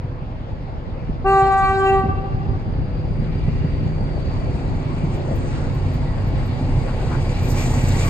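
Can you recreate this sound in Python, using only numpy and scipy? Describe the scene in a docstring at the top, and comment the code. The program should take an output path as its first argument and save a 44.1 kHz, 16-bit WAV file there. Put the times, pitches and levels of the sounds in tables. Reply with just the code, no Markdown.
"""Diesel train nearing a crossing

A locomotive's firing pulses ring its exhaust pipe, dipping at first, then growing louder; shaped noise and
resonances make wheels and rails roar, ring, hiss and squeal. One short horn blast of locked harmonics returns
as echoes from a forest edge. To the left a slowing car adds a drone, tyre noise and a thin whine; wind rumbles
and bumps the microphone."""
import sys
import numpy as np
from scipy import signal
from scipy.fft import rfft, irfft, next_fast_len
from scipy.io import wavfile
from scipy.ndimage import map_coordinates

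SR = 44100
rng = np.random.default_rng(int(sys.argv[2]) if len(sys.argv) > 2 else 0)


def file_out(sig):
    """Save sig as 16-bit WAV at sys.argv[1]."""
    # one column per channel
    cols = np.atleast_2d(sig).T
    # limit, then scale
    lim = np.clip(cols, -1, 1)
    pcm = np.round(lim * 32767).astype(np.int16)
    wavfile.write(sys.argv[1], SR, pcm)


N = 356769

# Stereo coherence of noise: (frequency [Hz], left-right likeness [0-1])
EAR_LIKENESS = [(30, .72), (120, 0.41), (300, 0.93), (700, 0.9), (1300, 0.4), (2400, 0.44), (4500, 0.5),
                (6000, 0.97), (12000, 1)]
# Stereo balance of noise: (frequency [Hz], left minus right [dB])
EAR_TILT = [(60, 2), (110, -2.5), (200, -1.5), (380, 3), (700, 4), (1290, 2), (2380, 0.5), (4400, -3),
            (8120, 1), (15000, -3.5)]

# Breeze rumble before its trim: (time [s], level [dB])
BREEZE_LEVEL = [(0, -32), (.8, -27), (2.1, -23), (3.1, -20.5), (4.1, -21), (5, -23), (6.5, -24),
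                (8.09, -26.5)]
# Relative spectrum of the breeze: (frequency [Hz], density [dB per Hz])
BREEZE_SPECTRUM = [(18, -14.5), (30, 4), (50, 2), (80, -0.5), (130, -2), (180, -8.5), (250, -14),
                   (400, -28)]
# Eddies striking the microphone: (time [s], envelope peak [dB], pitch [Hz])
WIND_BUMPS = [(0.039, -14, 126), (0.298, -26, 173), (1.09, -17, 197), (1.854, -22.5, 75), (2.036, -16, 212),
              (2.052, -15.5, 150), (2.079, -13, 90), (2.139, -18.5, 105), (2.321, -20.5, 139),
              (2.474, -16.5, 55.93), (2.525, -21, 82), (2.67, -21, 85), (2.768, -23, 97),
              (2.989, -20, 100.6), (3.075, -18.5, 131), (3.219, -16.5, 223), (3.476, -8, 152),
              (3.642, -9, 152), (3.683, -18.5, 86), (4.009, -18.5, 190), (4.856, -19, 103.9),
              (5.037, -13, 147), (5.146, -16.5, 147), (5.309, -16.5, 230), (6.609, -17, 259),
              (6.688, -19.5, 246), (6.77, -13, 124)]

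# Engine course: (time [s], firing rate [Hz], level before order levels and trims [dB])
ENGINE_COURSE = [(0, 31.78, -34), (1.5, 31.57, -40.5), (3, 31.51, -33), (5, 31.55, -30.5),
                 (6, 31.45, -27.5), (7, 31.3, -25), (8.09, 31.3, -20.5)]
# Harmonics of the exhaust pulses: (multiple of the firing rate, relative level [dB])
EXHAUST_ORDERS = [(1, -1), (2, -23.5), (3, -1.5), (4, -4), (5, -16.5), (6, -26), (7, -22.5), (8, -17),
                  (9, -20), (10, -26), (12, -24.5)]
# Surges of the exhaust pipe's note: (time [s], half length [s], level change [dB])
PIPE_SURGES = [(4.4, 0.053, 0), (5.3, .04, -4), (5.88, 0.056, 7.5), (6.077, 0.03, -7), (6.22, .06, 6),
               (6.38, 0.036, -1), (6.48, 0.043, 0), (6.58, 0.046, -13), (6.7, .06, 0.5), (7.0, 0.036, -3),
               (7.21, 0.019, -4), (7.28, .04, 2), (7.359, 0.025, -10), (7.51, 0.027, -4), (7.65, .03, -14),
               (7.801, .03, -3), (7.97, .025, -4)]
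# Tones of unequal cylinders and auxiliaries:
# (multiple of the firing rate, relative level [dB], share of the engine's swell [0-1])
ENGINE_HUM = [(1.658, -9, .9), (1.737, -10.5, 0.92), (2.51, -14.5, 0.9), (2.795, -12.5, 1), (3.454, -13, 1),
              (4.25, -10.5, 1), (4.56, -9.5, 1), (5.304, -15, 0.98), (5.72, -18, 1), (7.54, -17.5, 1),
              (8.06, -18.5, 0.8), (15.61, -17.5, 0.6), (18.29, -26, 0.4), (20.23, -24, 0.3)]
# Relative spectrum of the engine's roar: (frequency [Hz], density [dB per Hz])
ENGINE_ROAR = [(120, -11.5), (200, -3), (300, 1.5), (400, -4), (520, -3), (650, -6.5), (820, -4.5),
               (1050, -13), (1400, -23.5), (2200, -27)]
PIPE_ORDER, PIPE_Q = 3.26, 1.9  # the pipe rings near this multiple of the firing rate

# Relative spectrum of the wheel roar: (frequency [Hz], density [dB per Hz])
WHEEL_SPECTRUM = [(700, -16), (1100, -3.5), (1400, 4.5), (1750, -1.5), (2300, 4), (2700, -0.5),
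                  (3300, -5.5), (4000, -2.5), (4700, -7), (5300, -15.5), (7000, -44)]
# Relative spectrum of the rail hiss: (frequency [Hz], density [dB per Hz])
RAIL_SPECTRUM = [(3500, -1.5), (5000, -2), (5900, -6.5), (6600, 5), (7400, 6.5), (8300, -0.5), (9300, -2)]
# Wheel and rail resonances:
# (frequency [Hz], width [Hz], relative level [dB], share of the rough rail's swell [0-1])
WHEEL_MODES = [(1106, 23, -12.5, .6), (1876, 15, -11, 0.4), (1953, 15, -9.5, 0.6), (2090, 20, -13, 0.3),
               (2250, 62, -9.5, 0.6), (2350, 75, -10.5, 0.9), (2800, 84, -15, .7)]
# High resonances of the rails: (frequency [Hz], width [Hz], relative level [dB])
RAIL_RESONANCES = [(4630, 90, -3.5), (4770, 60, -4)]
# Rough stretches of rail: (time [s], half length [s], full wheel swell [dB], rail hiss gain [dB])
ROUGH_STRETCHES = [(3.503, 0.36, 14, 5.5), (4.597, 0.77, 4.5, 8), (4.99, .06, 4, 3.5), (5.146, 0.03, 8, 7),
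                   (5.504, 0.28, 1.5, 8), (5.56, .05, 6, 1.5), (5.9, 0.17, 1, 3), (6.885, 0.033, 3.5, 0.5),
                   (7.124, 0.06, 3, 2), (7.61, 0.047, 9, 0), (8.04, 0.06, 3.5, -4)]
# How hard the flanges press on the rail: (time [s], relative level [dB])
FLANGE_PRESS = [(0, -77), (6.5, -31), (7.2, -25), (7.32, -14), (7.485, -15), (7.52, -2), (7.58, 1.5),
                (8.09, 1.5)]
# Single bites of a flange: (time [s], half length [s], hiss before its trim [dB], sizzle [dB])
FLANGE_BITES = [(7.445, 0.024, -51, -51), (7.51, 0.024, -40, -45), (7.609, 0.043, -37, -51),
                (7.677, .02, -45, -76), (7.75, .012, -48, -62), (7.888, 0.0072, -37.5, -46),
                (7.997, 0.058, -39.5, -62), (8.065, 0.018, -54, -49)]
# Squeals of a wheel against the rail: (time [s], half length [s], pitch [Hz], level [dB])
WHEEL_SQUEALS = [(7.305, .025, 7030, -52), (7.662, .02, 7350, -45), (7.745, .014, 7320, -41),
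                 (7.82, .012, 7340, -46), (7.887, 0.013, 7300, -39), (7.925, .012, 7360, -46),
                 (8.003, .035, 7270, -40)]
# Interaural phase of wheel roar and rail hiss: (frequency [Hz], lead of the left ear [rad])
WHEEL_PHASE = [(0, 3.5), (700, 1.5), (2240, 1.65), (3360, 2), (4500, 1.5), (5770, 2.5), (7000, 0.83),
               (8200, 0), (9700, -3)]
# Ticks running ahead in the rails: (time [s], level before trim and onset [dB])
RAIL_TICKS = [(5.1569, -43), (5.3522, -33), (5.7391, -43), (5.9335, -37), (6.2716, -39), (6.4559, -40)]
# Steady travel toward the microphone, and the distance for which train noise levels are given
SPEED_M_PER_S, ABREAST_S, TRACK_M, REFERENCE_M = 17.82, 9.7, 8.3, 36

# Car course: (time [s], firing rate [Hz], drone before tone levels [dB], rolling noise before trims [dB])
CAR_COURSE = [(0, 154.1, -61, -44), (1.5, 154, -42, -42), (2.5, 158.1, -38, -42.5),
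              (3.7, 154.9, -30.5, -41.5), (4.5, 151.9, -29.5, -39), (5.3, 148.5, -28.5, -38),
              (6.2, 146.4, -32.5, -39), (7, 144.6, -35.5, -42), (8.09, 145.3, -34.5, -44)]
# Car engine and gear tones: (multiple of the firing rate, relative level [dB])
CAR_ORDERS = [(1, -0.5), (1.4, -13), (1.81, -12), (2.21, -17.5), (2.4, -13), (2.6, -15)]
# Thin whine of the car: (time [s], pitch [Hz], level [dB])
CAR_WHINE = [(0, 4800, -87.5), (2.6, 4770, -65), (3.3, 4726, -60), (3.9, 4604, -56), (4.4, 4540, -55),
             (4.8, 4540, -61.5), (8.09, 4500, -71)]
# Relative spectrum of the car body's dull roar: (frequency [Hz], density [dB per Hz])
CAR_BODY_SPECTRUM = [(120, -14.5), (200, -0.5), (280, -1.5), (380, -8), (500, 0.5), (650, -5.5), (790, -5),
                     (1050, -10.5), (1400, -21), (2200, -26)]
# Relative spectrum of the car's tyres: (frequency [Hz], density [dB per Hz])
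TYRE_SPECTRUM = [(700, -14), (1100, 1), (1400, 0.5), (1750, -5), (2300, -4.5), (2700, -9.5), (3300, -10),
                 (4000, -14.5), (4700, -15.5), (5300, -25), (7000, -33.5)]

# Spectral envelope of the horn's partials: (frequency [Hz], level [dB])
HORN_SPECTRUM = [(388, -18), (776, -17.5), (1164, -22), (1552, -30.3), (1940, -36.5), (2330, -44.5),
                 (2715, -41.5), (3100, -53), (3490, -58.5), (3880, -51), (4270, -53.5), (5000, -64),
                 (5900, -73.5), (6600, -64.5), (7500, -60.5), (8600, -69.5), (9700, -85.5)]
# Brief fades and swells of single horn partials:
# (time [s], half length [s], partial number, depth [dB]; a negative depth is a swell)
PARTIAL_FADES = [(1.595, 0.13, 1, 14), (1.776, .08, 2, 5), (1.81, 0.017, 2, 6), (1.94, 0.049, 2, 0),
                 (1.93, .06, 1, -1), (1.36, 0.1, 3, -1.5), (2.07, 0.015, 3, 7.5), (2.6, .035, 5, 13),
                 (2.04, 0.042, 6, 9.5), (1.424, 0.11, 2, -3), (1.64, .06, 3, -3), (1.76, 0.041, 3, 8.5),
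                 (1.912, 0.036, 3, 8.5), (1.4, 0.037, 4, -4.5), (1.4, .06, 4, 2), (1.967, .1, 4, 12),
                 (1.8, .03, 5, 4.5), (1.5, 0.025, 5, 5), (1.755, .015, 5, 11.5), (1.82, .025, 5, 9),
                 (1.88, 0.032, 5, -1.5), (1.6, .04, 6, 6), (1.65, .09, 6, -8), (1.78, 0.048, 6, 5.5),
                 (1.28, .05, 7, -8.5), (1.8, .05, 7, 8.5), (1.58, .03, 7, 7.5), (1.9, 0.028, 7, -8.5),
                 (1.5, .02, 7, 12), (1.86, .025, 7, -5.5), (1.31, 0.075, 8, 8), (1.45, .025, 8, -5.5),
                 (1.5, .035, 8, -3.5), (1.84, 0.077, 8, -7.5), (1.31, .025, 10, 6.5), (2.3, .02, 10, 7),
                 (1.6, 0.023, 11, 10), (1.66, .05, 11, -7)]
# Treble flickering on its way through the air, used relative to its mean: (time [s], level [dB])
TREBLE_FLICKER = [(1.27, -51), (1.358, -56.5), (1.396, -49), (1.452, -62.5), (1.472, -53.5), (1.506, -64),
                  (1.522, -51.5), (1.56, -60), (1.582, -49), (1.626, -57.5), (1.688, -52), (1.74, -57),
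                  (1.804, -53), (1.83, -60), (1.868, -52), (1.898, -51.5), (1.916, -60), (1.97, -60.5)]
# Interaural phase of the horn: (frequency [Hz], lead of the left ear [rad])
HORN_PHASE = [(0, 0), (776, 0.38), (1250, 0.6), (2500, 1.5), (3100, 4), (4800, 4.5), (6500, 7), (8400, 7)]
# Echoes from the forest edge, before a common trim: (delay [s], level [dB])
FOREST_ECHOES = [(.075, -24), (.17, -18.5), (.29, -17.5), (.43, -21), (.55, -26.5), (.72, -32)]
# The horn's valve opens and shuts once; the pitch scoops up, overshoots a little and settles
HORN_ON_S, HORN_OFF_S, HORN_RISE_S, HORN_FALL_S = 1.24, 1.94, 0.012, 0.092
HORN_HZ, SCOOP_HZ, OVERSHOOT_HZ, SETTLE_S = 387.7, 24.18, 4.5, 0.1
COMPANION_HZ, TREBLE_FROM_HZ = 362.3, 5200

# Surges of the running gear: (time [s], half length [s], low growl [dB], higher grind [dB])
GEAR_SURGES = [(3.5, .06, -48, -61), (4.03, 0.035, -44, -58), (4.155, .04, -38.5, -58),
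               (4.723, .04, -39, -57), (5.18, .045, -39, -55), (5.31, 0.062, -37, -57),
               (5.575, 0.056, -46, -47), (5.67, .05, -38.5, -50), (6.196, .04, -42, -50),
               (6.4, .05, -49, -50), (6.904, 0.059, -41.5, -43), (7.03, .04, -36, -44),
               (7.135, 0.049, -37.5, -39.5), (7.732, 0.094, -36.5, -45), (8.03, .05, -37, -49)]

CUTOFF_HZ = 15600


def from_db(db):
    """Logarithmic level: decibels become an amplitude ratio."""
    return np.exp(np.asarray(db) * (np.log(10) / 20))


def rms_one(x):
    """Normalization: scale a signal to unit root mean square."""
    return x / np.sqrt(np.mean(x ** 2) + 1e-20)


def in_time(rows):
    """Linear interpolation: read each column of a time curve at every sample."""
    s, *columns = np.transpose(rows)
    return [np.interp(np.arange(N) / SR, s, column) for column in columns]


def at_hz(points, hz):
    """Spectral envelope: interpolate on a logarithmic frequency axis."""
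    f, value = np.transpose(points)
    return np.interp(np.log(hz), np.log(f), value)


def drift(rate_hz):
    """Low-passed noise: two equal poles leave a slow random fluctuation of unit spread."""
    step = 40  # samples between computed points
    pole = np.exp(-2 * np.pi * rate_hz * step / SR)
    white = rng.standard_normal(N // step + 2002)
    slow = signal.lfilter([1], [1, -2 * pole, pole * pole], white)[2000:]  # drop the filter's start
    return np.interp(np.arange(N) / step, np.arange(len(slow)), rms_one(slow))


def swell(s, half_s):
    """Gaussian envelope: a smooth hump of height 1 around a moment."""
    hump = np.zeros(N)
    first = max(0, int((s - 4 * half_s) * SR))
    last = min(N, int((s + 4 * half_s) * SR))
    near = np.arange(first, last)
    hump[near] = np.exp(-((near / SR - s) / half_s) ** 2)
    return hump


def phase_of(hz):
    """Phase is the running integral of angular frequency."""
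    return 2 * np.pi * np.cumsum(hz) / SR


def whistle(hz, width_hz):
    """Narrow-band noise: random quadrature amplitudes on a carrier, independent at each ear."""
    phase = phase_of(hz * np.ones(N))
    ears = [drift(width_hz) * np.cos(phase) + drift(width_hz) * np.sin(phase) for ear in range(2)]
    return rms_one(np.array(ears))


def air_noise(spectrum, patchy_db):
    """Band synthesis: fluttering third-octave noises with set coherence and tilt; their mono mean has rms 1."""
    low_hz, high_hz = spectrum[0][0], min(spectrum[-1][0], SR / 2 - 1000)
    bands = round(3 * np.log2(high_hz / low_hz))
    edges = np.geomspace(low_hz, high_hz, bands + 1)
    white, out = rng.standard_normal((2, 2, N)), 0
    ears = np.array([[1], [-1]])
    for k, (low, high) in enumerate(zip(edges, edges[1:])):
        band = signal.butter(2, [low, high], "band", fs=SR, output="sos")
        mid, side = signal.sosfilt(band, white[k % 2])  # neighbouring bands are independent
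        hz = np.sqrt(low * high)
        alike = np.clip(at_hz(EAR_LIKENESS, hz), -1, 1)
        gain = from_db(at_hz(spectrum, hz) + patchy_db * drift(7.2))
        balance = from_db(ears * at_hz(EAR_TILT, hz) / 2)
        stereo = np.sqrt(1 + alike) * mid + np.sqrt(1 - alike) * side * ears
        out = out + gain * balance * stereo
    return out / np.std(out.mean(axis=0))


def tones(phase, orders, waver_db, smear_rad):
    """Order spectrum: lines on multiples of a phase waver in level and phase on their way through the air."""
    total = 0
    for k, db in orders:
        level = from_db(db + waver_db * drift(2.7))
        total = total + level * np.sin(k * phase + rng.uniform(0, 2 * np.pi) + smear_rad * drift(1.8))
    return np.sqrt(2) * total  # the levels are rms


def place(x, lead_ms, pan_db):
    """Interaural differences: the left ear leads by lead_ms and is louder by pan_db; negatives reverse."""
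    left, right = np.broadcast_to(x, (2, N))
    late = map_coordinates(right, [np.arange(N) - lead_ms * SR / 1000], order=3)
    return np.array([left * from_db(pan_db / 2), late * from_db(-pan_db / 2)])


def arrive(x, lead, pan_db):
    """Diffraction: sound bends round the microphone body, so the right ear's phase lag depends on pitch."""
    left, right = np.broadcast_to(x, (2, N))
    size = next_fast_len(N + 2000)
    lag = np.interp(np.arange(size // 2 + 1) * SR / size, *np.transpose(lead))
    late = irfft(rfft(right, size) * np.exp(-1j * lag), size)[:N]
    return np.array([left * from_db(pan_db / 2), late * from_db(-pan_db / 2)])


def approaching(near_db, doubling_db):
    """Distance law: near_db holds at REFERENCE_M, and doubling_db is lost per doubling of distance."""
    along_m = SPEED_M_PER_S * (ABREAST_S - np.arange(N) / SR)
    distance_m = np.hypot(TRACK_M, along_m)
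    return near_db - doubling_db * np.log2(distance_m / REFERENCE_M)


def wind(rumble_trim_db=-3.5, lumpy_db=4.5, puff_db=-18, puff_hz=380, bump_cycles=1.02):
    """Turbulence: lumpy low rumble, with single eddies that thump the microphone and break up in a puff."""
    t = np.arange(N) / SR
    level_db, = in_time(BREEZE_LEVEL)
    rumble_db = level_db + rumble_trim_db + lumpy_db * np.tanh(drift(38))
    rumble = from_db(rumble_db) * air_noise(BREEZE_SPECTRUM, patchy_db=1.24)
    puff_band = signal.butter(2, [150, puff_hz], "band", fs=SR, output="sos")
    churn = rms_one(signal.sosfilt(puff_band, rng.standard_normal(N)))
    bumps = np.zeros(N)
    for s, db, hz in WIND_BUMPS:
        start = round(s * SR)
        near = slice(start, start + SR // 8)
        cycles = np.maximum(t[near] - s, 0) * hz  # the pressure swings twice or so and is gone
        push = (cycles / bump_cycles) ** 2 * np.exp(2 - 2 * cycles / bump_cycles)
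        puff = from_db(puff_db) * np.sqrt(push) * churn[near]
        bumps[near] += from_db(db) * (puff - push * np.sin(2 * np.pi * cycles))
    return rumble + place(bumps, lead_ms=0.085, pan_db=0.0)


def engine(throb=0.055, roar_trim_db=1.5, chug_db=0.25, uneven_db=2.0):
    """Forced resonance: uneven firing pulses drive the exhaust pipe's surging note and throb the roar."""
    firing_hz, level_db = in_time(ENGINE_COURSE)
    phase = phase_of(firing_hz * (1 + 0.0022 * drift(2.36)))
    surge_db = sum(db * swell(s, half_s) for s, half_s, db in PIPE_SURGES)
    pulses = 0
    for k, db in EXHAUST_ORDERS:
        # phase lag of a resonator driven below or above its own pitch
        lag = np.arctan(PIPE_Q * (k / PIPE_ORDER - PIPE_ORDER / k))
        order_db = db + drift(2.85) + surge_db * (k == round(PIPE_ORDER))
        pulses = pulses + from_db(order_db) * np.cos(k * phase - lag)
    chug = np.sqrt(2) * from_db(level_db + chug_db + uneven_db * drift(30)) * pulses

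    mean_db = level_db.mean()
    swing_db = level_db - mean_db
    hum_orders = [(k, db + share * swing_db) for k, db, share in ENGINE_HUM]
    hum = from_db(mean_db) * tones(phase, hum_orders, waver_db=2.5, smear_rad=0.85)

    roar_db = approaching(near_db=-32, doubling_db=5.4) + roar_trim_db
    roar = from_db(roar_db) * air_noise(ENGINE_ROAR, patchy_db=1.3) * (1 + throb * np.cos(phase))
    return place(chug + hum + roar, lead_ms=0.044, pan_db=-1.5)


def wheels(roar_share=0.28, ring_waver_db=3.0, grind_db=4.0, hiss_db=-1.5, scrape_db=-43, grit_db=1.2,
           hiss_top_hz=9700, squeal_width_hz=70, gust_db=0.9, rattle_db=1.2):
    """Roughness excitation: wheels roar and ring, rails carry ring and gritty hiss, and a wheel squeals in fits."""
    wheel_db = approaching(near_db=-41.5, doubling_db=8.75)
    flange_db, = in_time(FLANGE_PRESS)
    rough_db = grind_db * from_db(flange_db)
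    rail_db = approaching(near_db=-46.5, doubling_db=16.5)
    for s, half_s, wheel_gain_db, rail_gain_db in ROUGH_STRETCHES:
        hump = swell(s, half_s)
        rough_db = rough_db + wheel_gain_db * hump
        rail_db = rail_db + rail_gain_db * hump

    roar_db = wheel_db + roar_share * rough_db + gust_db * drift(7) + rattle_db * drift(40)
    roar = from_db(roar_db) * air_noise(WHEEL_SPECTRUM, patchy_db=1.7)
    ring = 0
    for hz, width_hz, db, share in WHEEL_MODES:
        mode_db = wheel_db + db + share * rough_db + ring_waver_db * drift(6.3)
        ring = ring + from_db(mode_db) * whistle(hz, width_hz)
    ring_db = approaching(near_db=-50.5, doubling_db=8)
    rail_ring = sum(from_db(ring_db + db) * whistle(hz, width_hz) for hz, width_hz, db in RAIL_RESONANCES)

    bites = sum(from_db(db) * swell(s, half_s) for s, half_s, db, _ in FLANGE_BITES)
    # independent noises add by power
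    strength = np.sqrt(from_db(rail_db) ** 2 + from_db(scrape_db + flange_db) ** 2 + bites ** 2)
    hiss = from_db(hiss_db + grit_db * drift(70)) * strength * air_noise(RAIL_SPECTRUM, patchy_db=1.5)
    hiss = signal.sosfilt(signal.butter(4, hiss_top_hz, fs=SR, output="sos"), hiss)

    squeal = 0
    for s, half_s, hz, db in WHEEL_SQUEALS:
        squeal = squeal + from_db(db) * swell(s, half_s) * whistle(hz, squeal_width_hz)
    rolling = arrive(roar, WHEEL_PHASE, pan_db=2.5)
    hissing = arrive(hiss, WHEEL_PHASE, pan_db=-1.7)
    return rolling + hissing + ring + rail_ring + squeal


def rail_sizzle(t60_s=0.066, rise_s=0.0068, low_hz=11700, tick_db=-11, scrape_db=-59):
    """Structure-borne sound: short bright zings in the steel, then a surging sizzle as the flanges bite."""
    t = np.arange(N) / SR
    flange_db, = in_time(FLANGE_PRESS)
    bites = sum(from_db(db) * swell(s, half_s) for s, half_s, _, db in FLANGE_BITES)
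    travel_db = approaching(near_db=-65.5, doubling_db=19)
    strength = np.sqrt(from_db(travel_db) ** 2 + from_db(scrape_db + flange_db) ** 2 + bites ** 2)
    for s, db in RAIL_TICKS:
        age = np.clip(t - s, 0, 1)
        strength += from_db(db + tick_db - 60 * age / t60_s) * (1 - np.exp(-age / rise_s))
    band = signal.butter(3, [low_hz, 14500], "band", fs=SR, output="sos")
    shared, *own = signal.sosfilt(band, rng.standard_normal((3, N)))
    return strength * rms_one(shared + 1.1 * np.array(own))


def car(roar_db=2.0, tyre_db=-8.5):
    """Order tones and rolling noise: a drone, body roar, tyres and thin whine reach the left ear first."""
    firing_hz, level_db, rolling_db = in_time(CAR_COURSE)
    whine_hz, whine_db = in_time(CAR_WHINE)
    drone = from_db(level_db) * tones(phase_of(firing_hz), CAR_ORDERS, waver_db=2.0, smear_rad=0.86)
    body = from_db(rolling_db + roar_db) * air_noise(CAR_BODY_SPECTRUM, patchy_db=3.5)
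    tyres = from_db(rolling_db + tyre_db) * air_noise(TYRE_SPECTRUM, patchy_db=2.0)
    whine = from_db(whine_db) * whistle(whine_hz + 10 * drift(6), width_hz=28)
    return place(drone + body + tyres + whine, lead_ms=0.436, pan_db=-0.2)


def horn(jitter=0.0026, flutter_db=3.0, rasp_db=0.1, brightening=0.62, dulling=0.06, companion_db=-47,
         sag_hz=3.8):
    """Harmonic locking: partials form one sharp pulse per cycle, and the high ones need full pressure."""
    t = np.arange(N) / SR
    age = np.maximum(t - HORN_ON_S, 0)
    opening = 1 - np.exp(-age / HORN_RISE_S)
    closing = np.exp(-np.clip((t - HORN_OFF_S) / HORN_FALL_S, 0, 6) ** 2)
    scoop_hz = SCOOP_HZ * np.exp(-age / HORN_RISE_S)
    overshoot_hz = OVERSHOOT_HZ * np.exp(-age / SETTLE_S)
    hz = HORN_HZ - scoop_hz + overshoot_hz - sag_hz * (1 - closing)
    phase = phase_of(hz * (1 + jitter * drift(82)))
    treble_db = in_time(TREBLE_FLICKER)[0] - np.mean(TREBLE_FLICKER, axis=0)[1]
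    blast = 0
    for k in range(1, 25):
        fade_db = sum(db * swell(s, half_s) for s, half_s, partial, db in PARTIAL_FADES if partial == k)
        level_db = at_hz(HORN_SPECTRUM, k * HORN_HZ) - fade_db
        level_db = level_db + flutter_db * min(k / 10, 1) * drift(18)
        level_db = level_db + treble_db * (k * HORN_HZ > TREBLE_FROM_HZ)
        pressure = opening ** (1 + brightening * (k - 1)) * closing ** (1 + dulling * (k - 1))
        blast += from_db(level_db) * pressure * np.sin(k * phase + 0.35 * rng.standard_normal())
    # a second trumpet, a little over a semitone lower, barely speaks: (partial, relative level [dB])
    companion_partials = [(2, -1), (3, 2), (4, -7), (5, -14)]
    companion = tones(2 * np.pi * COMPANION_HZ * t, companion_partials, waver_db=2, smear_rad=0.3)
    faint = from_db(companion_db) * opening * closing * companion
    sound = from_db(rasp_db * drift(35)) * (np.sqrt(2) * blast + faint)
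    direct = arrive(sound, HORN_PHASE, pan_db=1.0)
    return direct + bushes(sound) + forest(sound)


def bushes(x, t60_s=0.65, low_hz=3000, level_db=-11.0):
    """Diffuse scattering: the bushes by the track throw back a short, bright fuzz."""
    t = np.arange(SR) / SR
    scatter = rng.standard_normal((2, SR)) * from_db(-60 * t / t60_s)
    scatter /= np.sqrt(np.sum(scatter ** 2, axis=1, keepdims=True))
    bright = signal.sosfilt(signal.butter(2, low_hz, "high", fs=SR, output="sos"), x)
    return from_db(level_db) * signal.fftconvolve(bright[None], scatter, axes=1)[:, :N]


def forest(x, t60_s=1.0, dull_hz=1900, scatter_db=-11.5, echo_db=-1.5, sway_db=8, wander_ms=0.41):
    """Reflection and scattering: dull wavering echoes reach the right ear first; countless trunks scatter the rest."""
    t, n = np.arange(2 * SR) / SR, np.arange(N)
    scatter = rng.standard_normal((2, len(t))) * from_db(-60 * t / t60_s) * (1 - np.exp(-t / 0.15))
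    scatter /= np.sqrt(np.sum(scatter ** 2, axis=1, keepdims=True))
    dull = signal.sosfilt(signal.butter(1, [330, dull_hz], "band", fs=SR, output="sos"), x)
    slaps = 0
    for s, db in FOREST_ECHOES:
        level = from_db(echo_db + db + sway_db * np.tanh(drift(19.5)))
        delay_s = s + wander_ms * drift(6.4) / 1000
        slaps = slaps + level * np.interp(n - SR * delay_s, n, dull)
    diffuse = from_db(scatter_db) * signal.fftconvolve(dull[None], scatter, axes=1)[:, :N]
    return place(slaps, lead_ms=-0.31, pan_db=2.0) + diffuse


def surges(coarse_db=2.0):
    """Amplitude modulation: the running gear's roar comes in coarse surges of low growl and higher grind."""
    growl_level = sum(from_db(db) * swell(s, half_s) for s, half_s, db, _ in GEAR_SURGES)
    grind_level = sum(from_db(db) * swell(s, half_s) for s, half_s, _, db in GEAR_SURGES)
    # spectra: (frequency [Hz], density [dB per Hz])
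    growl = growl_level * air_noise([(460, 0.88), (850, -2.9)], patchy_db=3.0)
    grind = grind_level * air_noise([(950, -2), (1350, -1), (2100, -11.5)], patchy_db=3.0)
    return from_db(coarse_db * drift(45)) * place(growl + grind, lead_ms=0.08, pan_db=0.5)


def scene():
    """Superposition: the train draws near through the breeze and gradually drowns out the car."""
    return wind() + engine() + wheels() + rail_sizzle() + car() + horn() + surges()


def record(dry):
    """Band limiting: the deepest bass and the top are cut."""
    bass_cut = signal.sosfilt(signal.butter(2, 18, "high", fs=SR, output="sos"), dry)
    return signal.sosfilt(signal.ellip(10, 0.1, 90, CUTOFF_HZ, fs=SR, output="sos"), bass_cut)


dry = scene()
out = record(dry)
file_out(out)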